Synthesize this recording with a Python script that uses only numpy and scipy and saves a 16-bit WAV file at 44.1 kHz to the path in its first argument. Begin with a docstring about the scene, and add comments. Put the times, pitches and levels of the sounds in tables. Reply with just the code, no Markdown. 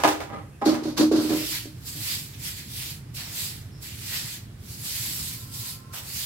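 """A wet stick broom scrubs concrete in quick strokes: clicking grains make its rasping sticks and spraying tips.
Before most of the scrubbing a plastic bucket is knocked and rubbed, its wall ringing in dying modes,
and the broom is dunked and stirred in it: falling gulps, a low boom, churning and splashing grains.
Shaped noise makes a low town rumble and hiss; wavering sines make a few faint chirps and a thin far squeal.
Sparse reflections put all but the town within the walls of a small courtyard."""
import sys
import numpy as np
from scipy import signal
from scipy.fft import rfft, irfft
from scipy.io import wavfile
from scipy.ndimage import uniform_filter1d

SR = 44100
rng = np.random.default_rng(int(sys.argv[2]) if len(sys.argv) > 2 else 0)


def pcm_store(signal):
    """Save signal as 16-bit PCM."""
    levels = np.round(np.clip(np.atleast_2d(signal), -1, 1) * 32767)
    wavfile.write(sys.argv[1], SR, levels.astype(np.int16).T)


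N = 275625
TIME = np.arange(N) / SR
SHORT = np.arange(SR // 2) / SR  # time within a half-second event


def amp(db):
    """Decibels to gain."""
    return 10 ** (np.asarray(db) / 20)


def unit(x):
    """Scales to rms 1."""
    return x / np.sqrt(np.mean(x ** 2) + 1e-20)


def read(points, hz):
    """Reads a table on a log-frequency axis."""
    f, value = np.transpose(points)
    return np.interp(np.log(hz + 1), np.log(f + 1), value)


def colour(x, spectrum, tilt=0):
    """Gives x a spectrum, tilted in dB per octave, at rms 1."""
    hz = np.fft.rfftfreq(x.shape[-1], 1 / SR)
    octaves = np.log2(hz / 1000 + 0.072)  # the offset limits the tilt in the deep bass
    gain = amp(read(spectrum, hz) + tilt * octaves)
    return unit(irfft(rfft(x) * gain, x.shape[-1]))


def add(mix, s, sound):
    """Mixes a sound in at time s, trimming what falls outside the mix."""
    start = round(s * SR)
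    sound = sound[..., max(-start, 0):]
    part = mix[..., max(start, 0):][..., :sound.shape[-1]]
    part += sound[..., :part.shape[-1]]


def wander(rate_hz):
    """Slow random drift of rms 1: noise rolled off steeply above rate_hz."""
    hz = np.fft.rfftfreq(N, 1 / SR)
    lowpass = 1 / (1 + (hz / rate_hz) ** 4)
    return unit(irfft(rfft(rng.standard_normal(N)) * lowpass, N))


def grains(per_s, spread_db, size=N):
    """Three unrelated trains of tiny clicks, a few of them large."""
    sizes = amp(spread_db * np.minimum(rng.exponential(1, (3, size)), 5))
    signs = rng.choice([-1, 1], (3, size))
    hits = rng.random((3, size)) < per_s / SR
    return unit(sizes * signs * hits)


def ports(x, direct):
    """The first train comes straight from the right, late at the left port; the other two are scattered."""
    direct = np.clip(direct, 0, 1)
    straight = np.array([np.roll(x[0], 4), x[0]])  # 4 samples late on the left
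    return np.sqrt(direct) * straight + np.sqrt(1 - direct) * x[1:]


# One rise before and one fall after its hold, a swell is this far down [dB]; its flanks bow by this power.
EDGE_DB, EDGE_CURVE = -24, 1.204


def swell(s, rise, hold, fall):
    """A gain that rises to 1 at time s, holds and falls away; a negative hold keeps the peak below 1."""
    before = np.maximum(s - TIME, 0) / rise
    after = np.maximum(TIME - s - hold, 0) / fall
    return amp(EDGE_DB * np.minimum(before + after, 10) ** EDGE_CURVE)


def ringing(modes, tilt=0):
    """Half a second of dying modes, each reaching the two ports a little out of step."""
    hz, db, t60 = np.array(modes).T[:, :, None]
    phase = np.minimum(hz / 1200, 2) * rng.standard_normal((2, *hz.shape))  # more out of step higher up
    signs = (-1) ** np.arange(len(hz))[:, None]
    weight = amp(db + tilt * np.log2(hz / 1000)) * signs
    decay = np.exp(-np.log(1000) * SHORT / t60)
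    tones = weight * decay * np.sin(2 * np.pi * hz * SHORT + phase)
    onset = 1 - np.exp(-SHORT / 0.00096)
    return tones.sum(1) / np.linalg.norm(weight) * onset


def patchy(x, depth_db):
    """The colour drifts in random patches as different sticks meet different bits of floor."""
    z = signal.stft(x, nperseg=512, noverlap=384)[2]
    patches = rng.standard_normal(z.shape[1:])
    patches = uniform_filter1d(patches, size=9, axis=0)  # across frequency
    patches = uniform_filter1d(patches, size=22, axis=1)  # across time
    return signal.istft(z * amp(depth_db * unit(patches)), nperseg=512, noverlap=384)[1][:, :N]


# How long the walls ring in each band: (frequency [Hz], t60 [s])
YARD_DECAY = [(100, 0.16), (300, 0.58), (1000, 0.34), (4000, 0.35), (8000, 0.32), (16000, 0.28)]


def courtyard(x):
    """Sparse wall reflections, each band dying at its own speed."""
    taps = rng.choice([-1., 1.], (2, SR)) * (rng.random((2, SR)) < 3000 / SR)
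    hz, t, z = signal.stft(taps, SR, nperseg=256)
    decay = amp(-60 * t / read(YARD_DECAY, hz)[:, None])
    onset = np.clip(t / 0.0065, 0, 1)
    tail = signal.istft(z * decay * onset, SR, nperseg=256)[1]
    return signal.fftconvolve(x, tail / np.linalg.norm(tail[0]), axes=1)[:, :N]


# Spectrum of the low rumble: (frequency [Hz], density [dB per Hz])
RUMBLE_SPECTRUM = [(20, -43), (38, -13), (54, -0.5), (66, -4), (80, 2.5), (112, 5.5), (145, 2.5), (175, -5),
                   (240, -9), (320, -14.5), (450, -22.5), (900, -86)]
# Slow rise and fall of the rumble: (time [s], level [dB])
RUMBLE_LEVEL = [(0, -0.5), (1.4, 0), (2.1, 0.5), (3.4, 1), (4.3, 0), (5.25, 1.5), (5.7, -1.5), (6.25, -1)]
# Spectrum of the hiss above it: (frequency [Hz], density [dB per Hz])
HISS_SPECTRUM = [(150, -28), (300, 5), (600, -1.5), (1000, -4), (1700, -3.5), (3900, -14), (7000, -14),
                 (10200, -14), (12000, -16), (15800, -23)]


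def town():
    """A fluttering low rumble of noise, nearly mono, under a smooth, wider hiss."""
    swell_db = np.interp(TIME, *np.transpose(RUMBLE_LEVEL)) + 1.0 * wander(12)
    rumble = colour(ports(rng.standard_normal((3, N)), direct=0.98), RUMBLE_SPECTRUM)
    hiss = colour(ports(rng.standard_normal((3, N)), direct=0.19), HISS_SPECTRUM)
    return rumble * amp(-42.5 + swell_db) + amp(-55.5) * hiss


SQUEAL_S, SQUEAL_HOLD_S, SQUEAL_EDGE_S = 5.27, 0.65, 0.079
SQUEAL_HZ, SQUEAL_RISE_HZ_PER_S = 1038, 32  # pitch at SQUEAL_S, and its upward creep
SQUEAL_DB, SQUEAL_GROWTH_DB_PER_S = -64, 11  # level at SQUEAL_S, and its growth


def far_squeal():
    """Two sines at a ratio of 9 to 7 waver together in pitch and creep upward as they grow."""
    since = TIME - SQUEAL_S
    hz = SQUEAL_HZ + SQUEAL_RISE_HZ_PER_S * since
    turns = np.cumsum(hz * (1 + 0.0093 * wander(23.8))) / SR
    lower = np.sin(2 * np.pi * turns)
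    upper = amp(-5.5 + 1.5 * wander(25)) * np.sin(2 * np.pi * turns * 9 / 7)
    level_db = SQUEAL_DB + SQUEAL_GROWTH_DB_PER_S * since + 1.7 * wander(16)
    return swell(SQUEAL_S, SQUEAL_EDGE_S, SQUEAL_HOLD_S, SQUEAL_EDGE_S) * amp(level_db) * (lower + upper)


# Trills of small birds: (time [s], level [dB], centre pitch [Hz], length [s])
TRILLS = [(0.52, -66, 2590, 0.046), (0.599, -61, 5160, 0.046), (3.714, -60.5, 5280, 0.091),
          (5.408, -58, 5100, 0.04)]


def chirps():
    """Each trill is a gated sine whose pitch falls afresh 55 times a second, with a little jitter."""
    out = np.zeros(N)
    for s, db, hz, length in TRILLS:
        gate = np.interp(TIME, [s, s + 0.004, s + length, s + length + .01], [0, 1, 1, 0])
        note = ((TIME - s) * 55) % 1  # progress through each falling note
        pitch = hz * (1 + 0.14 * (.5 - note) + 0.0102 * wander(240))
        out += amp(db) * gate * np.sin(2 * np.pi * np.cumsum(pitch) / SR)
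    return out


# Pockets of air trapped by each push: (time [s], level [dB], nominal pitch [Hz], boom against the gulp [dB])
AIR_GULPS = [(.661, -12, 346, 0), (0.727, -14.5, 324, -2), (.823, -26, 372, -13), (.853, -21, 360, -2),
             (.996, -16, 315, 0), (1.022, -15, 335, -3), (1.114, -9.5, 423, -9), (1.139, -18, 340, -3),
             (1.178, -21, 340, 0), (1.246, -24.5, 390, -1), (1.303, -17.5, 360, 0), (1.335, -25, 326, 4),
             (1.656, -24.5, 296, -12.5), (1.955, -33.5, 287, -6)]
# Air and water resonating in the bucket: (frequency [Hz], level [dB], t60 [s])
BOOM_MODES = [(238, -7.5, 0.62), (309, 3.5, 0.34), (400.4, -10.5, 0.36), (565, -12.5, 0.19),
              (586, -11, 0.2), (728, -16, 0.2)]


def gulps():
    """Each pocket of trapped air sings a short note that drops and settles, and sets the full bucket booming."""
    out = np.zeros((2, N))
    for s, db, hz, boom_db in AIR_GULPS:
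        settling = 0.882 + 0.27 * np.exp(-SHORT / 0.0057)
        turns = np.cumsum(hz * settling) / SR
        envelope = np.exp(-SHORT / 0.0065) * (1 - np.exp(-SHORT / 0.00087))
        gulp = envelope * np.sin(2 * np.pi * turns)
        add(out, s, amp(db) * (gulp + amp(boom_db) * ringing(BOOM_MODES)))
    return out


# The broom plunged into the bucket:
# (time [s], hold [s], fall [s], relative churn level [dB], relative splash level [dB])
BROOM_PLUNGES = [(0.661, 0.031, 0.13, -20.5, -34), (0.839, 0.056, 0.12, -31, -45.5),
                 (0.979, 0.034, 0.1, -16, -30.5), (1.122, 0.024, .1, -20, -39),
                 (1.162, 0.013, 0.26, -26.5, -37.5), (1.296, .04, .17, -25, -42)]
# Spectrum of the churning water: (frequency [Hz], density [dB per Hz])
CHURN_SPECTRUM = [(100, -27), (190, -8.5), (240, -9), (265, -1), (312, 7), (345, -0.5), (390, -13.5),
                  (580, -9.5), (800, -28), (1500, -25), (3000, -84), (8000, -70)]
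# Spectrum of the splashing surface: (frequency [Hz], density [dB per Hz])
SPLASH_SPECTRUM = [(300, -34), (900, 5), (2000, -5.5), (3300, -3.5), (4400, 4), (5200, -1), (6100, -3),
                   (7000, -6.5), (9500, -13.5), (11500, -10), (16000, -21)]
PLUNGE_RISE_S, CHURN_LAG_S = 0.014, .022  # the churn below peaks later than the surface splash
ENTRY_DB, ENTRY_FALL_S = -2, 0.011  # extra burst as the sticks break the surface, against the splash


def plunges():
    """Dense grains splash at the surface while sparser, darker grains churn below, summed as power."""
    depths, surface = np.zeros(N), np.zeros(N)
    for s, hold, fall, churn_db, splash_db in BROOM_PLUNGES:
        stir = swell(s + CHURN_LAG_S, PLUNGE_RISE_S + CHURN_LAG_S, hold - CHURN_LAG_S, fall)
        depths += (amp(churn_db) * stir) ** 2
        surface += (amp(splash_db) * swell(s, PLUNGE_RISE_S, hold, fall)) ** 2
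        surface += (amp(splash_db + ENTRY_DB) * swell(s, PLUNGE_RISE_S, 0, ENTRY_FALL_S)) ** 2
    churn = colour(ports(grains(700, 1.9), direct=0.81), CHURN_SPECTRUM)
    splash = colour(ports(grains(4000, 0.8), direct=0.13), SPLASH_SPECTRUM)
    return churn * np.sqrt(depths) * amp(-0.5) + splash * np.sqrt(surface) * amp(4.5)


# Knocks on the bucket:
# (time [s], level [dB], rattle decay [s], brightness [dB per octave], wall ring against the crack [dB])
BUCKET_KNOCKS = [(-.01, -32.5, 0.08, 3, 6), (.036, -13, .012, .3, -4), (.0461, -9.5, .009, -.8, -3),
                 (0.057, -24, 0.03, 3, -11), (0.076, -20, 0.035, 3, -17), (0.203, -30.5, 0.033, 1.5, -2),
                 (0.614, -38, 0.018, -1.5, 12.5), (0.663, -33.5, 0.11, -3.5, 7),
                 (0.742, -32, 0.038, 1.5, -1), (0.98, -27, 0.034, 7.5, -14),
                 (1.117, -29.5, 0.033, -4.5, -8), (1.295, -36, 0.071, 4, -10)]
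# Modes of the plastic wall: (frequency [Hz], level [dB], t60 [s])
WALL_MODES = [(241, -11, .5), (288, -7, .3), (309, -7, .45), (390, -9, .22), (527, -6, .18), (561, -1, .2),
              (680, -6, .15), (795, 2, .27), (815, -2, .15), (962, -5, .22), (989, -5, .2), (1048, -3, .18),
              (1220, -6, .28), (1250, -9, .18), (1450, -11, .22), (1616, -8, .22), (1696, -9, .2),
              (2003, -12, .22), (2265, -13, .18), (2357, -13, .2)]
# Spectrum of a dry crack: (frequency [Hz], density [dB per Hz])
CRACK_SPECTRUM = [(20, -50), (70, -28), (150, -12), (300, 4.5), (900, 3.5), (2000, -5.5), (4500, -14.5),
                  (6000, -16), (11000, -27.5), (16000, -29)]


def knocks():
    """Each knock is a short rattle of contacts that cracks and rings the plastic wall."""
    out = np.zeros((2, N))
    for s, db, length, bright, ring_db in BUCKET_KNOCKS:
        contacts = ports(grains(3000, 2.5, size=len(SHORT)), direct=0.37)
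        crack = colour(contacts, CRACK_SPECTRUM, tilt=bright) * np.exp(-SHORT / length)
        add(out, s, amp(db) * (crack + amp(ring_db) * ringing(WALL_MODES, tilt=bright)))
    return out


# Rubs of rim and handle: (time [s], level [dB], rise [s], length [s], wall ring against the slips [dB])
BUCKET_RUBS = [(0.281, -31, 0.053, 0.1, 0), (.614, -29.5, .004, 0.029, 7), (.68, -34, .01, 0.06, -3)]
# Spectrum of the stick-slip drive: (frequency [Hz], density [dB per Hz])
SLIP_SPECTRUM = [(200, 6), (560, -1.5), (780, -0.5), (1000, -3.5), (1235, 2.5), (1500, -8), (2000, -5.5),
                 (2500, -13), (3500, -16.5), (16000, -42)]


def rubs():
    """Stick-slip grains keep the wall's modes singing, shortened by the hand that damps them."""
    out = np.zeros((2, N))
    for s, db, rise, length, ring_db in BUCKET_RUBS:
        slips = colour(ports(grains(790, 3.9, size=len(SHORT)), direct=0.54), SLIP_SPECTRUM)
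        held = ringing(WALL_MODES) * np.exp(-SHORT / 0.098)  # the hand damps the wall
        song = unit(signal.fftconvolve(slips, held, axes=1)[:, :len(SHORT)])
        push = (1 - np.exp(-SHORT / rise)) * np.exp(-(SHORT / length) ** 2)
        add(out, s, amp(db) * push * (amp(ring_db) * song + slips))
    return out


def bucket():
    """Knocks and rubs, thinned below 122 Hz because the small wall radiates little bass."""
    bass_cut = signal.butter(2, 122, "highpass", fs=SR, output="sos")
    return signal.sosfilt(bass_cut, knocks() + rubs())


# The broom landing on the wet floor: (time [s], level [dB], decay [s])
FLOOR_SLAPS = [(1.858, -74, 0.074), (3.173, -47, 0.3), (4.113, -42.5, 0.1), (5.93, -39, 0.11)]


def slaps():
    """Each landing is a bright burst of contact grains that dies away."""
    out = np.zeros((2, N))
    for s, db, length in FLOOR_SLAPS:
        envelope = (1 - np.exp(-SHORT / 0.0025)) * np.exp(-SHORT / length)
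        contacts = ports(grains(3000, 1.8, size=len(SHORT)), direct=0.65)
        add(out, s, amp(db) * envelope * colour(contacts, CRACK_SPECTRUM, tilt=5.4))
    return out


# Broom strokes: (time at full speed [s], rise [s], hold [s], fall [s],
# relative level of the spraying tips [dB], relative rasp of the sticks against the tips [dB])
BROOM_STROKES = [(1.224, .05, .01, 0.18, -41.5, 0.5), (1.363, 0.18, 0.12, .2, -38.5, 0.5),
                 (1.51, 0.084, 0.038, .15, -35.5, 0.5), (1.873, 0.038, 0.015, 0.065, -38.5, -11),
                 (2.079, 0.27, 0.035, 0.24, -33.5, -4), (2.326, 0.055, .02, .1, -57.5, 6),
                 (2.456, 0.1, 0.024, .13, -37, -3), (2.569, 0.081, 0.018, .13, -43.5, 1),
                 (2.783, 0.21, 0.12, 0.11, -39.5, -2.5), (3.149, 0.013, 0.044, 0.24, -42.5, 4),
                 (3.393, 0.2, 0.043, 0.2, -34.5, -4.5), (3.83, 0.03, 0.018, 0.28, -43, -1),
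                 (4.139, 0.29, 0.03, 0.24, -36.5, 0.5), (4.282, 0.14, 0.065, 0.091, -41.5, -3.5),
                 (4.707, .12, 0.038, 0.11, -44, -11), (4.864, 0.13, 0.26, 0.26, -35.5, -7.5),
                 (5.196, 0.13, 0.057, 0.34, -37, -10.5), (5.544, 0.065, 0.055, 0.13, -39.5, -15),
                 (5.663, 0.16, .04, 0.11, -37.5, -21), (5.94, .02, 0.044, 0.076, -41.5, -3),
                 (6.18, 0.24, 0.076, .1, -35.5, -8.5)]
# Spectrum of the tips gliding lightly: (frequency [Hz], density [dB per Hz])
SPRAY_SPECTRUM = [(400, -26), (900, -13), (1500, -13), (2200, -7), (3300, -4.5), (4700, 1), (6000, -3.5),
                  (7700, 1), (9000, -3.5), (10500, -2), (12200, 0.5), (14000, -3), (15800, -4)]
# Spectrum of the sticks pressed down: (frequency [Hz], density [dB per Hz])
RASP_SPECTRUM = [(300, -34), (600, -21.5), (1200, -14.5), (1700, -2.5), (2400, 1.5), (4300, 2), (6000, -2),
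                 (9000, -28), (16000, -34)]
PRESS_LAG_S = 0.021  # the tips touch first, the sticks bend and rasp a moment later
DRAG_FROM_S, DRAG_DB = 1.5, -65  # from here wet sticks trail faintly under the strokes (relative level)


def broom():
    """Sticks catch on grit and their tips flick water, as grains; the bundle judders as it slides."""
    tips = np.zeros(N)
    sticks = (amp(DRAG_DB) * swell(DRAG_FROM_S, rise=.2, hold=N / SR, fall=.2)) ** 2
    for s, rise, hold, fall, db, rasp_db in BROOM_STROKES:
        tips += (amp(db) * swell(s, rise, hold, fall)) ** 2
        press = swell(s + PRESS_LAG_S, rise, hold - PRESS_LAG_S, fall)
        sticks += (amp(db + rasp_db) * press) ** 2
    spray = colour(ports(grains(14000, 2.1), direct=0.097), SPRAY_SPECTRUM) * np.sqrt(tips) * amp(4.5)
    rasp = colour(ports(grains(5000, 1.5), direct=0.083), RASP_SPECTRUM) * np.sqrt(sticks) * amp(1.5)
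    judder = amp(0.55 * wander(29))
    return patchy(spray + rasp, depth_db=1.5) * judder + slaps()


def scene():
    """Everything sits a little to the right; all but the town also echoes between the walls."""
    far = np.tile(chirps() + far_squeal(), (2, 1))
    dunk = gulps() + plunges()
    clatter = bucket()
    strokes = broom()
    wet = courtyard(amp(-10.0) * strokes + amp(-7.0) * clatter + amp(-15) * dunk + amp(5) * far)
    balance = amp([[-1.1], [.9]])  # left, right
    return (strokes + clatter + dunk + far + wet + town()) * balance


def record(dry):
    """A steep band limit at 15.9 kHz."""
    lowpass = signal.firwin(511, 15900, window=("kaiser", 9), fs=SR)
    return signal.oaconvolve(dry, lowpass[None], "same")


dry = scene()
out = record(dry)
pcm_store(out)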